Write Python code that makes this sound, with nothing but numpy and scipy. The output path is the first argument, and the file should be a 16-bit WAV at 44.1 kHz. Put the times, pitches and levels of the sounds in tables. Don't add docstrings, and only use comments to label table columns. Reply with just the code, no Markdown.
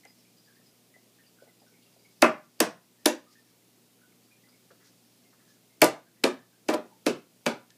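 import sys
import numpy as np
from scipy import signal
from scipy.fft import rfft, irfft, next_fast_len
from scipy.io import wavfile

SR = 44100
rng = np.random.default_rng(int(sys.argv[2]) if len(sys.argv) > 2 else 0)


def volts(x):
    e = np.asarray(x, float) / 20
    return 10 ** e


def dump(signal):
    limited = np.clip(np.atleast_2d(signal).T, -1, 1)
    pcm = np.round(limited * 32767).astype(np.int16)
    wavfile.write(sys.argv[1], SR, pcm)


N = 342657


def at_hz(points, hz):
    return np.interp(np.log(hz), np.log(np.array(points)[:, 0]), np.array(points)[:, 1])


def rms_one(x):
    return x / np.sqrt(np.mean(x ** 2) + 1e-20)


def add(track, start_s, sound):
    i = round(start_s * SR)
    track[i:i + len(sound)] += sound[:N - i]


def ring(clicks, hz, t60):
    radius, turn = volts(-60 / (t60 * SR)), 2 * np.pi * hz / SR
    feedback = [1, -2 * radius * np.cos(turn), radius * radius]
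    return signal.lfilter([0, np.sin(turn)], feedback, clicks + 1e-18)


# start_s, level_db (peak of the long pipes), cross_piece_db and short_arm_db (against
# the long pipes), hardness_db
BLOWS = [
    (2.225, -9, -13.5, -0.5, -1.5),
    (2.604, -14.5, -2.5, -4.5, -8),
    (3.059, -15, -7, -8.5, -8),
    (5.82, -17, -0.5, 1, -0.5),
    (6.238, -14, 0, -16, -5),
    (6.688, -17, -18.5, -11, -6.5),
    (7.065, -19.5, 2, -6.5, -1),
    (7.463, -19.5, -4, -9.5, 1),
]
REBOUNDS = [
    (2.243, -14.5, -12, -11, -3),
    (5.828, -15, 4, -6.5, -10),
    (6.249, -18.5, 0, -9.5, -17),
    (6.7, -29.5, -2.5, -6, -17),
    (6.731, -29, -21, 0, -8),
    (6.741, -27.5, 7, 0, -10.5),
    (6.75, -38, 8, -7, -20),
]
# pitch_hz of deep, long pipes, cross piece, short arm, wall, hardness
BLOW_HZ = [200, 290, 450, 620, 1200, 2400]
# pitch_hz, level_db, t60_s
PIPE_TONES = [(141.1, -25.5, 0.04), (190, -20.5, 0.046), (235, -8.5, 0.25), (285, -2.5, .06), (320.6, 0, 0.11),
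              (358.8, 2.5, .06), (446.5, 0.5, 0.071), (520, 1, 0.11), (610, 4, 0.12), (705.4, 0.5, 0.08),
              (844, 4, .04), (983.3, 1.5, 0.08), (1186.4, -2, 0.11), (1370, -4, 0.068), (1460, 0, .04),
         (1610, -4, .03), (1790, -3.5, 0.034), (1912, -3.5, 0.024), (2325, -1, 0.03), (2587, -4, 0.06),
         (3137, -14, .015)]


def pipes(level_db, spread_db, blur):
    blow_wall_db, rebound_wall_db = -7, 7
    far_dull_hz = 4000
    tones = PIPE_TONES
    hits = [(*b, blow_wall_db) for b in BLOWS] + [(*r, rebound_wall_db) for r in REBOUNDS]
    rows, near, far = np.array(hits), np.zeros(N), np.zeros(N)
    start_s, peak_db = rows[:, 0], rows[:, 1]
    luck = rng.standard_normal((len(rows), len(tones)))
    signs = rng.choice([-1, 1], luck.shape)
    deep_db = np.interp(start_s, *np.transpose(RATTLES)[[0, 2]])
    for k, (hz, tone_db, t60) in enumerate(tones):
        colour_db = []
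        for (_, _, cross, arm, hard, wall), deep in zip(rows, deep_db):
            colours = [deep, 0, cross, arm, hard + wall, hard]
            colour_db.append(np.interp(np.log(hz), np.log(BLOW_HZ), colours))
        at = ((start_s + .4 / hz) * SR).astype(int)
        clicks = np.zeros(N)
        clicks[at] = signs[:, k] * volts(peak_db + colour_db + tone_db + level_db + spread_db * luck[:, k])
        near += ring(clicks, hz, t60)
        far += ring(clicks, hz, t60 / blur) * np.sqrt(blur / (1 + (hz / far_dull_hz) ** 2))
    return near, far


def contacts(events, width):
    near, far, t_ms = np.zeros(N), np.zeros(N), np.arange(4400) / SR * 1000
    for (start_s, peak_db, hz, ms), noise in zip(events, rng.standard_normal((len(events), len(t_ms)))):
        edges = [hz / width, min(hz * width, .4 * SR)]
        band = signal.butter(2, edges, "band", fs=SR, output="sos")
        band = np.vstack([band, band[:1]])
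        swell = np.exp(-t_ms / ms) * (1 - np.exp(-t_ms / ms / 0.57))
        burst = signal.sosfilt(band, noise * swell)
        burst = volts(peak_db) * burst / np.abs(burst).max()
        click = signal.sosfilt(band, t_ms == 0)
        add(near, start_s, burst)
        add(far, start_s, click * np.sqrt(np.sum(burst ** 2) / np.sum(click ** 2)))
    return near, far


# start_s, level_db (peak), pitch_hz (colour), slip_ms (slip before the crack),
# knock_db (dull knock after it, against the crack)
JOLTS = [
    (2.2215, -13, 8000, 3.1, 6),
    (2.6030, -6, 12090, 1.2, 0.5),
    (3.0587, -3.5, 8000, 2.47, -3.5),
    (5.8175, -4, 9350, 1.75, 0.5),
    (6.2389, -12, 5500, 2.9, 6),
    (6.6865, -21, 4330, 3.4, -5.5),
    (6.7408, -26, 6000, 13, 1),
    (7.0647, -17, 5500, 4.5, 4),
    (7.4636, -18.5, 4500, 5.2, 2.5),
]
# start_s, level_db (peak), pitch_hz (colour)
BOUNCES = [(2.2212, -11.5, 5990), (2.6035, -6.5, 6900), (2.6103, -17, 10080), (4.8734, -51.5, 5300),
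           (.051, -45, 5540), (5.8427, -9, 7300), (6.272, -39, 6500), (6.7006, -31, 7040),
           (6.7372, -25, 3050), (6.7460, -29, 6370), (7.7035, -46, 4000)]


def cracks():
    crack_cycles = 6.5
    slip_db, slip_hz, slip_lasts = -12, 8000, .75
    slip_low_db, slip_low_hz = -3, 1600
    touch_lead_s, touch_db, touch_hz, touch_ms = .0115, -41.5, 4000, 2.5
    knock_lag_s, knock_hz, knock_ms = .00105, 2900, 1.3
    events = [(s, db, hz, 1000 * crack_cycles / hz) for s, db, hz, *_ in JOLTS + BOUNCES]
    for s, db, _, lead_ms, dull_db in JOLTS:
        slip_s, slip_ms = s - lead_ms / 1000, slip_lasts * lead_ms
        events.append((slip_s, db + slip_db, slip_hz, slip_ms))
        events.append((slip_s, db + slip_db + slip_low_db, slip_low_hz, slip_ms))
        events.append((s - touch_lead_s, db + touch_db, touch_hz, touch_ms))
        events.append((s + knock_lag_s, db + dull_db, knock_hz, knock_ms))
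    return contacts(events, width=1.9)


# start_s, level_db (near 280 Hz), deep_db, hollow_db, bright_db
RATTLES = [
    (2.223, -12.5, -6, 9.5, -0.5),
    (2.604, -14, -2, -0.5, 6),
    (3.059, -15, -5.5, -3, 10),
    (5.82, -16, -12, 6.5, 13),
    (5.841, -23, -1.5, -6, 14.5),
    (6.237, -15, -2, 1.5, 3.5),
    (6.689, -17.5, 0, 1, -2),
    (6.740, -24.5, -5, -4.5, -11),
    (7.066, -12.5, 7, -7.5, -2),
    (7.463, -15.5, 7.5, -3.5, -1.5),
]
RATTLE_HZ = [120, 280, 650, 1500, 4000, 10000, 16000]
RATTLE_DB = np.array([-27.5, 0, 0, -3.5, -7.5, -13, -26])
DEEP = np.array([0.73, 0.14, 0.076, 0.022, 0, 0, 0.079])
HOLLOW = np.array([0.16, 0, 0.51, 1, 0.11, 0.092, 0.02])
BRIGHT = np.array([0, 0.032, 0.42, .1, .55, 0.94, 1])


def rattles(level_db):
    out, hz = np.zeros(N), np.maximum(np.fft.rfftfreq(512, 1 / SR), 1)
    for start_s, low_db, deep_db, hollow_db, bright_db in RATTLES:
        shape = RATTLE_DB + deep_db * DEEP + hollow_db * HOLLOW + bright_db * BRIGHT
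        band_db = np.interp(np.log(hz), np.log(RATTLE_HZ), shape)
        per_hz_db = low_db + band_db - 10 * np.log10(hz / RATTLE_HZ[1])
        click = np.roll(irfft(volts(level_db + per_hz_db)), 256) * np.hanning(512)
        add(out, start_s - 256 / SR, click)
    return out


def thuds():
    thud_ms, thud_db = 5.0, -33.5
    out = np.zeros(N)
    for start_s, db, *_ in RATTLES:
        add(out, start_s, volts(db + thud_db) * np.hanning(int(thud_ms * SR / 1000)))
    return out


# start_s, level_db (peak), pitch_hz (colour), length_ms
NUDGES = [(.050, -49, 623, 7.5), (.052, -47, 1980, 5.1), (.590, -60, 410, 9), (.960, -54, 557, 3.6),
          (1.060, -59, 460, 10), (1.417, -47, 474, 9.8), (1.466, -56, 530.4, 9), (1.615, -53.5, 530, 9.5),
          (1.720, -58, 310, 6.7), (1.820, -56.5, 3480, 14), (1.960, -57, 455, 9.9), (4.120, -60, 1886, 4.3),
          (5.480, -59, 4900, 43), (4.703, -49, 452, 8.0), (4.703, -50.5, 1300, 7.9),
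          (4.840, -55.5, 4940, 37), (4.80, -60.5, 1600, 60), (4.71, -61, 3510, 8.4),
          (5.325, -57.5, 1257, 9.2), (5.39, -61.5, 1493, 30), (4.47, -63.5, 1193, 25),
          (7.703, -61.5, 2460, 3.8)]


def nudges():
    return contacts(NUDGES, width=1.4)


# pitch_hz, t60_s
ROOM_T60 = [(100, 0.45), (260, 0.22), (700, 0.25), (1500, 0.29), (2500, .25), (4850, 0.24), (12800, .14)]


def reflections(gap_ms, build_ms):
    t, edges = np.arange(SR // 2) / SR, 70 * 2 ** np.arange(0, 8.1, .5)
    white, tail = rng.standard_normal((2, len(t))), 0
    rise = 1 - np.exp(-np.maximum(t * 1000 - gap_ms, 0) / build_ms)
    for k, (low, high) in enumerate(zip(edges, edges[1:])):
        band = signal.sosfilt(signal.butter(2, [low, high], "band", fs=SR, output="sos"), white[k % 2])
        band = band * rise * volts(-60 * t / at_hz(ROOM_T60, np.sqrt(low * high)))
        tail = tail + band * np.sqrt((high - low) / np.sum(band ** 2) / (SR / 2))
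    return tail


def room(x):
    out, step = np.zeros(N), 18300
    for i in range(-2500, N, step):
        start = max(i, 0)
        echoes = reflections(gap_ms=1.7, build_ms=0.7)
        add(out, start / SR, signal.fftconvolve(x[start:i + step], echoes))
    return out


# start_s, level_db (peak), pitch_hz
DRIPS_LOW = [(0.0348, -50, 2040), (0.2494, -61, 2360), (0.4743, -58, 1710), (0.4853, -57, 1600),
             (0.5656, -55.5, 1790), (0.9398, -51, 1990), (1.1857, -55.5, 1790), (1.2376, -57, 2848),
             (1.3862, -53, 1480), (1.475, -59, 2010), (1.6644, -59, 1500), (1.7394, -56.5, 2230),
             (1.8594, -58, 2710), (2.0487, -54.5, 2190), (2.9844, -61, 1836), (3.2665, -56, 1227),
             (3.3538, -50.5, 1783), (4.0143, -56, 1470), (4.3121, -55, 2390), (4.4363, -57, 2006),
             (4.5281, -57.5, 2224), (5.2495, -62, 2080), (5.4784, -57.5, 1700), (5.7029, -59.5, 2100),
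             (6.0644, -58.5, 1583), (6.1644, -60, 1896), (6.3894, -53.5, 1730), (6.5294, -61, 1580),
             (6.912, -51, 872), (7.7034, -58, 1750)]
DRIPS_HIGH = [(0.074, -52, 4930), (0.1885, -59, 5400), (0.3726, -54.5, 4880), (0.4494, -59, 4780),
              (0.6614, -56, 5010), (1.2655, -57, 4700), (1.5994, -59, 4960), (1.6794, -59, 5500),
              (1.9914, -57, 4820), (2.8194, -63.5, 4980), (3.4494, -59.5, 5500), (4.25, -61.5, 4750),
              (4.4872, -55.5, 4830), (5.071, -61.5, 5500)]


def drips(events, cycles, rise):
    out, t = np.zeros(N), np.arange(3000) / SR
    for start_s, peak_db, hz in events:
        fade = np.exp(-t * hz / cycles) * (1 - np.exp(-t * hz / 1.5))
        add(out, start_s, volts(peak_db - 1) * fade * np.sin(2 * np.pi * hz * t * (1 + rise * t)))
    return out


def trickle(level_db, per_s):
    sizes = (rng.random(N) < per_s / SR) * volts(1.3 * rng.exponential(1, N).clip(0, 4))
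    pitches, dealt = np.geomspace(1300, 5600, 14), rng.integers(0, 14, N)
    bubbles = sum(ring(sizes * (dealt == k), hz, 60 / hz) for k, hz in enumerate(pitches))
    return volts(level_db) * rms_one(bubbles)


def coloured(spectrum):
    size = next_fast_len(N)
    hz = np.maximum(np.fft.rfftfreq(size, 1 / SR), 1)
    white = rng.standard_normal(size)
    return rms_one(irfft(rfft(white) * volts(at_hz(spectrum, hz)), size)[:N])


def arm_swing():
    t, swing_s = np.arange(N) / SR, .012
    return sum(np.exp((t - s) / swing_s * (t < s)) * (t < s) for s, *_ in JOLTS).clip(0, 1)


# start_s, level_db
HANDS = [(0, -73.5), (1.27, -78), (2.18, -73.5), (2.9, -81), (3.35, -70.5), (3.56, -81), (4.08, -84),
         (4.44, -81), (4.65, -75), (5.5, -76.5), (6.12, -82), (7.77, -80)]
# pitch_hz, level_db (per Hz)
RUSTLE = [(900, -31.5), (2000, -7.5), (3800, -7), (4900, 3), (6000, -3.5), (9000, -10), (15000, -15)]


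def rustle(swing):
    t = np.arange(N) / SR
    knots = N // 1300 + 2
    flutter = np.interp(np.arange(N) / 1300, np.arange(knots), rng.standard_normal(knots))
    level_db = np.interp(t, *np.transpose(HANDS)) + 13.5 * swing + 3.5 * flutter
    return volts(level_db) * coloured(RUSTLE)


# pitch_hz, level_db (per Hz)
RUMBLE = [(20, -33.5), (60, -26), (100, -21.5), (150, -6.5), (240, -3), (400, -7.5), (750, -16),
          (1200, -22.5), (2500, -61)]


def rumble(swing):
    return volts(-67.5 + 13 * swing) * coloured(RUMBLE)


# pitch_hz, level_db (rms)
HUM = [(118.4, -77), (177.6, -78.5), (242.2, -78.5)]


def pump_hum():
    t = np.arange(N) / SR
    return sum(volts(db + 4.5) * np.sin(2 * np.pi * hz * t + k) for k, (hz, db) in enumerate(HUM))


# pitch_hz, level_db (per Hz)
HISS = [(410, -34.5), (700, -4.5), (854, -11), (1490, -7.5), (1610, -8.5), (2390, -5), (3700, -4.5),
        (4820, -5), (15200, -7.5), (15500, -35)]


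def hiss():
    return volts(-66.5) * coloured(HISS)


def scene():
    frame, far_frame = pipes(level_db=-3.5, spread_db=0.3, blur=2.1)
    crack, far_crack = cracks()
    nudge, far_nudge = nudges()
    water = drips(DRIPS_LOW, cycles=9, rise=.8) + drips(DRIPS_HIGH, cycles=14, rise=.8)
    wet = volts(-2.0) * far_frame + rattles(level_db=38.5)
    wet = wet + volts(-13.0) * far_crack + volts(-5.0) * far_nudge + volts(6.5) * water
    near = frame + crack + nudge + water + room(wet)
    near = signal.sosfilt(signal.butter(6, 150, "high", fs=SR, output="sos"), near)
    swing = arm_swing()
    background = rumble(swing) + pump_hum() + trickle(level_db=-83.5, per_s=49) + rustle(swing)
    return (near + thuds() + background)[None]


def low_pass(x):
    return signal.sosfilt(signal.butter(12, 16830, fs=SR, output="sos"), x)


def record(dry):
    x = signal.sosfilt(signal.cheby2(10, 28, 15600, fs=SR, output="sos"), dry) + hiss()
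    over_db = np.maximum(20 * np.log10(np.abs(x[0]) + 1e-9) + 21.84, 0)
    back_db = 8.1 * np.arange(N) / SR
    dip_db = 0.17 * (np.maximum.accumulate(over_db + back_db / .2) - back_db / .2)
    x = x * volts(-signal.lfilter([.0004], [1, -.9996], dip_db))
    return low_pass(np.clip(x, -.93, .93))


dry = scene()
out = record(dry)
dump(out)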